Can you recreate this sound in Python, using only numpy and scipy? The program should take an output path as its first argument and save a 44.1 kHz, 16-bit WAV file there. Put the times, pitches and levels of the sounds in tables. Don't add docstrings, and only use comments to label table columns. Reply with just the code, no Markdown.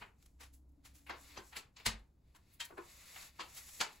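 import sys
import numpy as np
from scipy import signal
from scipy.fft import rfft, irfft
from scipy.io import wavfile
from scipy.ndimage import uniform_filter1d

SR = 44100
rng = np.random.default_rng(int(sys.argv[2]) if len(sys.argv) > 2 else 0)


def generate_wav(sig):
    pcm = np.round(np.clip(np.atleast_2d(sig).T, -1, 1) * 32767).astype(np.int16)
    wavfile.write(sys.argv[1], SR, pcm)


N = 176400
T = np.arange(N) / SR
HZ = np.fft.rfftfreq(2 * N, 1 / SR)


def knocks(trim_db=-26, contacts_per_s=16000, room_db=-4.5):
    # peak time in seconds, level in dB, relative dB of the low, low-mid, mid, high and top
    # bands, build-up in seconds, settling in seconds.
    hits = [(0.023, -35.5, -17.5, -8.5, -2.5, -31.5, -53, 0.0071, 0.011),
            (1.067, -43.5, -18, -2.5, 9, -15, -13, 0.0022, 0.021),
            (1.098, -31, -30.5, -9, -12, -28.5, -40.5, 0.0024, 0.0044),
            (1.111, -30.5, -13.5, -4.5, -3.5, -14.5, -74, 0.011, 0.0051),
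            (1.375, -33.5, -18, -4.5, -6, -12, -36, 0.0066, 0.007),
            (1.531, -40.5, -16, -1, 3, -13, -24.5, 0.0056, 0.012),
            (1.565, -33.5, -33, -18, -4.5, -22.5, -25, 0.0072, 0.005),
            (1.57, -32, -24.5, -22, -12.5, -11.5, -27.5, 0.0026, 0.0063),
            (1.768, -43, -26, -14.5, -2, -4, -34, 0.0026, 0.0085),
            (1.801, -45, -13, -9, 0, -12, -30, 0.0028, 0.011),
            (1.863, -16, -32, -22.5, -12.5, -14.5, -30.5, 0.0032, 0.0062),
            (2.35, -50, -23, -7, -10, -16, -24.5, 0.0029, 0.016),
            (2.604, -28.5, -38.5, -19, -7, -10, -28.5, 0.0027, 0.015),
            (2.712, -42.5, 1, 7.5, -1, -38, -27, 0.0071, 0.0027),
            (2.783, -33, -15.5, -2.5, -12, -28, -37, 0.0055, 0.0051),
            (3.162, -39, -26, -9.5, -3.5, -27, -28, 0.003, 0.012),
            (3.396, -30, -15.5, 0, -9, -15, -62, 0.0027, 0.0094),
            (3.405, -31, -25.5, -27, -5.5, -17, -42, 0.0064, 0.016),
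            (3.806, -24, -19.5, -19, -2, -10, -27, 0.0036, 0.0099),
            (3.813, -19, -20, -9.5, -6, -5, -27, 0.0029, 0.0033)]
    bands_hz = [420, 1060, 2700, 6200, 12200]
    widths_hz = [450, 900, 2900, 4000, 3500]
    # frequency in Hz, gain in dB.
    wood = [(40, -30), (130, -12), (340, 2), (560, -0.5), (900, 1), (1400, -1), (2000, -1), (2900, -1.5),
            (3700, -2), (4500, 1.5), (5700, -5.5), (7600, 4), (11000, 6), (15500, 1)]
    out, t = np.zeros((2, N)), np.arange(-SR // 25, SR // 3) / SR
    for s, db, *bands_db, build_s, settle_s in hits:
        contacts = rng.standard_normal((2, len(t))) * (rng.random(len(t)) < contacts_per_s / SR)
        contacts *= swell(t, build_s, settle_s)
        in_room = unit_rms(contacts) + gain_of(room_db) * room_tail(t)
        colour = list(zip(bands_hz, np.array(bands_db) - 10 * np.log10(widths_hz)))
        knock = coloured(in_room, lambda hz: curve_at(colour, hz) + curve_at(wood, hz) + wood_ripple(hz))
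        add(out, s + t[0], gain_of(db + trim_db) * unit_rms(knock))
    return out


def wood_ripple(hz, depth_db=2.5, spacing_hz=54.95):
    knots = np.arange(SR // 100) * spacing_hz
    return depth_db * np.interp(hz, knots, rng.standard_normal(len(knots)))


def ringing_parts():
    # frequency in Hz, relative level in dB, seconds to fade by 60 dB.
    beam = [(596, -4, 0.13), (782, 4.5, 0.12), (946, 6, 0.16), (1204, -21, .11), (1460, -20, 0.15),
            (1594, 9.5, 0.07), (2240, -4, 0.033)]
    foot = [(348.8, -2.5, 0.17), (390, 0, 0.083), (467, -5, .1), (903, -14, 0.11), (1184, -14, 0.097),
            (1470, -5.5, 0.076)]
    slat = [(945, -12.5, 0.15), (1290, -17, .1), (1854, -12, 0.22), (2450, -6.5, 0.099),
            (2680, -9.5, 0.099), (3080, -2, .07), (3190, -0.5, 0.11), (3270, -1.5, .08), (3680, -5, 0.081)]
    wires = [(1580, -13, 0.19), (2030, -24, 0.11), (4120, -0.5, 0.062), (4883, 5, 0.047),
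             (6080, 5.5, 0.042), (7200, -15, 0.06)]
    # start in seconds, strength in dB.
    beam_blows = [(1.099, -54), (1.377, -68), (3.397, -61), (3.812, -46)]
    foot_blows = [(1.387, -51), (2.724, -52), (2.787, -41.5)]
    slat_blows = [(0.021, -62), (1.863, -41), (2.606, -39)]
    wire_blows = [(1.375, -50.5), (1.765, -65.5), (2.353, -81)]
    parts = [(beam, beam_blows), (foot, foot_blows), (slat, slat_blows), (wires, wire_blows)]
    return sum(ringing(modes, blows, rise_s=0.002) for modes, blows in parts)


def floor_thumps():
    # frequency in Hz, relative level in dB, seconds to fade by 60 dB.
    modes = [(36.2, -7, .3), (51, 0, 0.43), (94.4, 4, 0.13), (131, -3.5, 0.12), (172, -6.5, .14),
             (221.3, 0.5, 0.18), (347, -1.5, 0.056)]
    # start in seconds, strength in dB.
    blows = [(0.01, -64), (1.371, -57.5), (1.868, -40.5), (1.937, -54), (3.806, -63)]
    return ringing(modes, blows, rise_s=0.0038)


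def ringing(modes, blows, rise_s):
    out, t = np.zeros((2, N)), np.arange(SR // 2) / SR
    attack = 1 - np.exp(-t / rise_s)
    for s, blow_db in blows:
        ring = sum(gain_of(db - 60 * t / t60) * np.sin(2 * np.pi * (hz * t + rng.random((2, 1))))
                   for hz, db, t60 in modes)
        add(out, s, gain_of(blow_db) * attack * ring)
    return out


def rustle_and_slide(trim_db=1.5):
    # time in seconds, body level in dB, hiss level in dB.
    moves = [(0, -68.5, -69), (.15, -97, -93.5), (.22, -81, -78.5), (.34, -96, -90), (.5, -104, -93),
             (.64, -102, -106), (.81, -95, -96), (.93, -82, -108), (1.05, -86, -79), (1.16, -66, -76),
             (1.21, -71.5, -63.5), (1.34, -61, -68.5), (1.42, -76, -71.5), (1.50, -74, -65.5),
             (1.60, -76, -91), (1.72, -106, -97), (1.79, -65.5, -79), (1.85, -69.5, -83.5),
             (2.03, -93.5, -89), (2.2, -97.5, -109.5), (2.28, -85, -88), (2.42, -86, -88),
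             (2.52, -75, -78.5), (2.60, -83, -113), (2.76, -82, -76), (2.88, -67, -65), (3.02, -65.5, -63),
             (3.12, -62.5, -60.5), (3.21, -58, -57.5), (3.275, -62.5, -61), (3.32, -75.5, -79),
             (3.385, -71.5, -71.5), (3.45, -69, -67), (3.53, -67.5, -61), (3.61, -64, -60.5),
             (3.72, -67.5, -59), (3.79, -62.5, -54.5), (3.88, -70, -71), (3.96, -67.5, -66), (4, -75, -78)]
    # frequency in Hz, gain in dB.
    body_tone = [(100, -57), (400, -4.5), (750, -4.5), (1120, 3), (1600, -0.5), (2150, 5), (2720, 3),
                 (3200, -3.5), (3700, 1), (4450, 2), (5300, -3.5), (7000, -27.5), (12000, -11)]
    hiss_tone = [(2000, -21), (5000, 0.5), (6700, 4.5), (7900, 6.5), (9800, 1), (11700, 2.5), (13500, 0.5),
                 (15500, -5)]
    body = unit_rms(shaped(friction(N), gain_of(curve_at(body_tone, HZ) + wood_ripple(HZ))))
    hiss = unit_rms(shaped(friction(N), gain_of(curve_at(hiss_tone, HZ) + wood_ripple(HZ))))
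    return gain_of(trim_db) * (body * fader(moves) + hiss * fader(moves, column=2))


def cloth_scuffs(trim_db=3, tail_db=-13, tail_s=0.041):
    # peak time in seconds, rise and fade in seconds, level in dB, treble tilt in dB per octave.
    scuffs = [(0.227, 0.0018, 0.0031, -64.5, 2.5), (.262, 0.0033, 0.0046, -66, 3.5),
              (.409, 0.0058, 0.03, -57.5, -1.5), (.436, .012, 0.021, -59.5, -1.5),
              (0.538, .006, 0.026, -65.5, 8), (.695, 0.0064, 0.0056, -83, 8),
              (0.721, 0.005, 0.0072, -81.5, 14), (0.856, 0.0073, 0.028, -60, 0.5),
              (.955, 0.0093, 0.046, -64.5, 4), (1.587, 0.0083, 0.017, -57.5, 1.5),
              (1.995, .004, .006, -76, 0), (2.364, .007, 0.0076, -65.5, 3), (2.54, 0.012, 0.022, -64.5, 12),
              (2.653, 0.0074, 0.0086, -50.5, 7.5), (3.227, 0.0057, 0.015, -56.5, 0),
              (3.549, 0.0031, 0.012, -56.5, 8.5), (3.578, 0.017, 0.021, -50, 3),
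              (3.692, 0.012, 0.014, -57.5, 2)]
    # frequency in Hz, gain in dB.
    cloth = [(200, -19), (700, -3.5), (1800, -1.5), (3500, -3.5), (5500, -5), (7500, -4), (11000, -6),
             (15500, -14)]
    out, t = np.zeros((2, N)), np.arange(-SR // 12, SR // 4) / SR
    for s, rise_s, fade_s, db, tilt in scuffs:
        rub = coloured(friction(len(t)), lambda hz: curve_at(cloth, hz) + tilt * np.log2(1 + hz / 1000))
        tail = gain_of(tail_db) * np.exp(-abs(t) / tail_s) * (t > 0)
        envelope = np.hypot(swell(t, rise_s, fade_s), tail)
        add(out, s + t[0], gain_of(db + trim_db) * unit_rms(rub) * envelope)
    return out


def friction(size, catches_per_s=7000, catch_share=0.22, judder_db=0.96, judder_s=0.012):
    hiss, catches = rng.standard_normal((2, 2, size))
    catches = unit_rms(catches * (rng.random(size) < catches_per_s / SR))
    width = int(judder_s * SR)
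    judder = unit_rms(uniform_filter1d(uniform_filter1d(rng.standard_normal(size), width), width))
    texture = np.sqrt(catch_share) * catches + np.sqrt(1 - catch_share) * hiss
    return texture * gain_of(judder_db * judder)


def room_tail(t, onset_s=0.0035):
    # frequency in Hz, seconds to fade by 60 dB.
    t60 = [(60, 0.15), (250, 0.35), (900, .29), (2700, 0.22), (6000, 0.18), (14000, 0.13)]
    hz, frame_s, noise = signal.stft(rng.standard_normal((2, len(t))), SR, nperseg=256)
    fade_db = -60 * np.maximum(frame_s + t[0], 0) / curve_at(t60, hz)[:, None]
    tail = signal.istft(noise * gain_of(fade_db), SR, nperseg=256)[1][:, :len(t)]
    return unit_rms(tail * (1 - np.exp(-np.maximum(t, 0) / onset_s)))


def building_rumble(level_db=-68):
    # frequency in Hz, gain in dB.
    tone = [(15, -5), (30, -4), (48, -1.5), (63, 4.5), (80, -4.5), (105, -4.5), (150, -8.5), (220, -13.5),
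            (300, -16), (420, -22.5), (900, -29), (2500, -49.5), (8000, -46), (16000, -47)]
    noise = diffuse(rng.standard_normal((2, N)))
    return gain_of(level_db) * unit_rms(shaped(noise, gain_of(curve_at(tone, HZ))))


def low_drone():
    # centre in Hz, width in Hz, relative level in dB.
    bands = [(64.5, 7.4, -1.5), (283, 30, -14)]
    # time in seconds, level in dB.
    levels = [(0, -79), (.3, -69.5), (.6, -61.5), (.85, -63.5), (1.3, -59), (1.5, -79), (2.4, -82.5),
              (4, -73)]
    noise = diffuse(rng.standard_normal((2, N)))
    drone = sum(gain_of(db) * unit_rms(shaped(noise, 1 / (1 + (2 * (HZ - hz) / width) ** 2)))
                for hz, width, db in bands)
    return drone * fader(levels)


def diffuse(pair):
    # frequency in Hz, left-right likeness (1 is mono).
    likeness = [(60, 1), (150, 0.96), (350, 0.74), (750, 0.41), (1300, 0.46), (2400, 0.76), (4200, 0.81),
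                (5500, 0.59), (7500, 0.97), (9100, 1), (15000, 0.77)]
    alike = curve_at(likeness, HZ)
    mid = shaped(pair[0], np.sqrt((1 + alike) / 2))
    side = shaped(pair[1], np.sqrt((1 - alike) / 2))
    return np.array([mid + side, mid - side])


def gain_of(db):
    return 10 ** (np.asarray(db) / 20)


def unit_rms(x):
    return x / np.sqrt(np.mean(x ** 2) + 1e-20)


def curve_at(points, hz):
    freqs, values = np.transpose(points)
    return np.interp(np.log(hz + 1), np.log(freqs + 1), values)


def fader(points, column=1):
    rows = np.array(points)
    return gain_of(np.interp(T, rows[:, 0], rows[:, column]))


def swell(t, rise_s, fade_s):
    return np.exp(-abs(t) / np.where(t < 0, rise_s, fade_s))


def add(mix, s, sound):
    at = round(s * SR)
    sound = sound[:, max(-at, 0):]
    part = mix[:, max(at, 0):][:, :sound.shape[1]]
    part += sound[:, :part.shape[1]]


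def shaped(x, gain):
    return irfft(rfft(x, 2 * N) * gain)[..., :N]


def coloured(x, db_at, size=8192):
    log_gain = np.log(gain_of(db_at(abs(np.fft.fftfreq(size, 1 / SR)))))
    taps = np.fft.ifft(np.exp(np.conj(signal.hilbert(log_gain)))).real
    return signal.fftconvolve(x, taps[None, :size // 2], axes=1)[:, :x.shape[1]]


def scene():
    handling = ringing_parts() + floor_thumps() + knocks() + cloth_scuffs() + rustle_and_slide()
    return diffuse(handling) + building_rumble() + low_drone()


def record(dry, lag_from_hz=6950, lag_s=0.000234, cutoff_hz=15850):
    # frequency in Hz, half the left-right level difference in dB.
    balance = [(100, 0), (400, 0.7), (2500, 1), (5000, 1.43), (8000, -0.1), (15000, 0)]
    half_phase = np.pi * lag_s * np.maximum(HZ - lag_from_hz, 0)
    sides = np.array([[1], [-1]])
    ports = shaped(dry, gain_of(sides * curve_at(balance, HZ)) * np.exp(-1j * sides * half_phase))
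    lowpass = signal.firwin(511, cutoff_hz, window=("kaiser", 9), fs=SR)
    return signal.oaconvolve(ports, lowpass[None], "same")


dry = scene()
out = record(dry)
generate_wav(out)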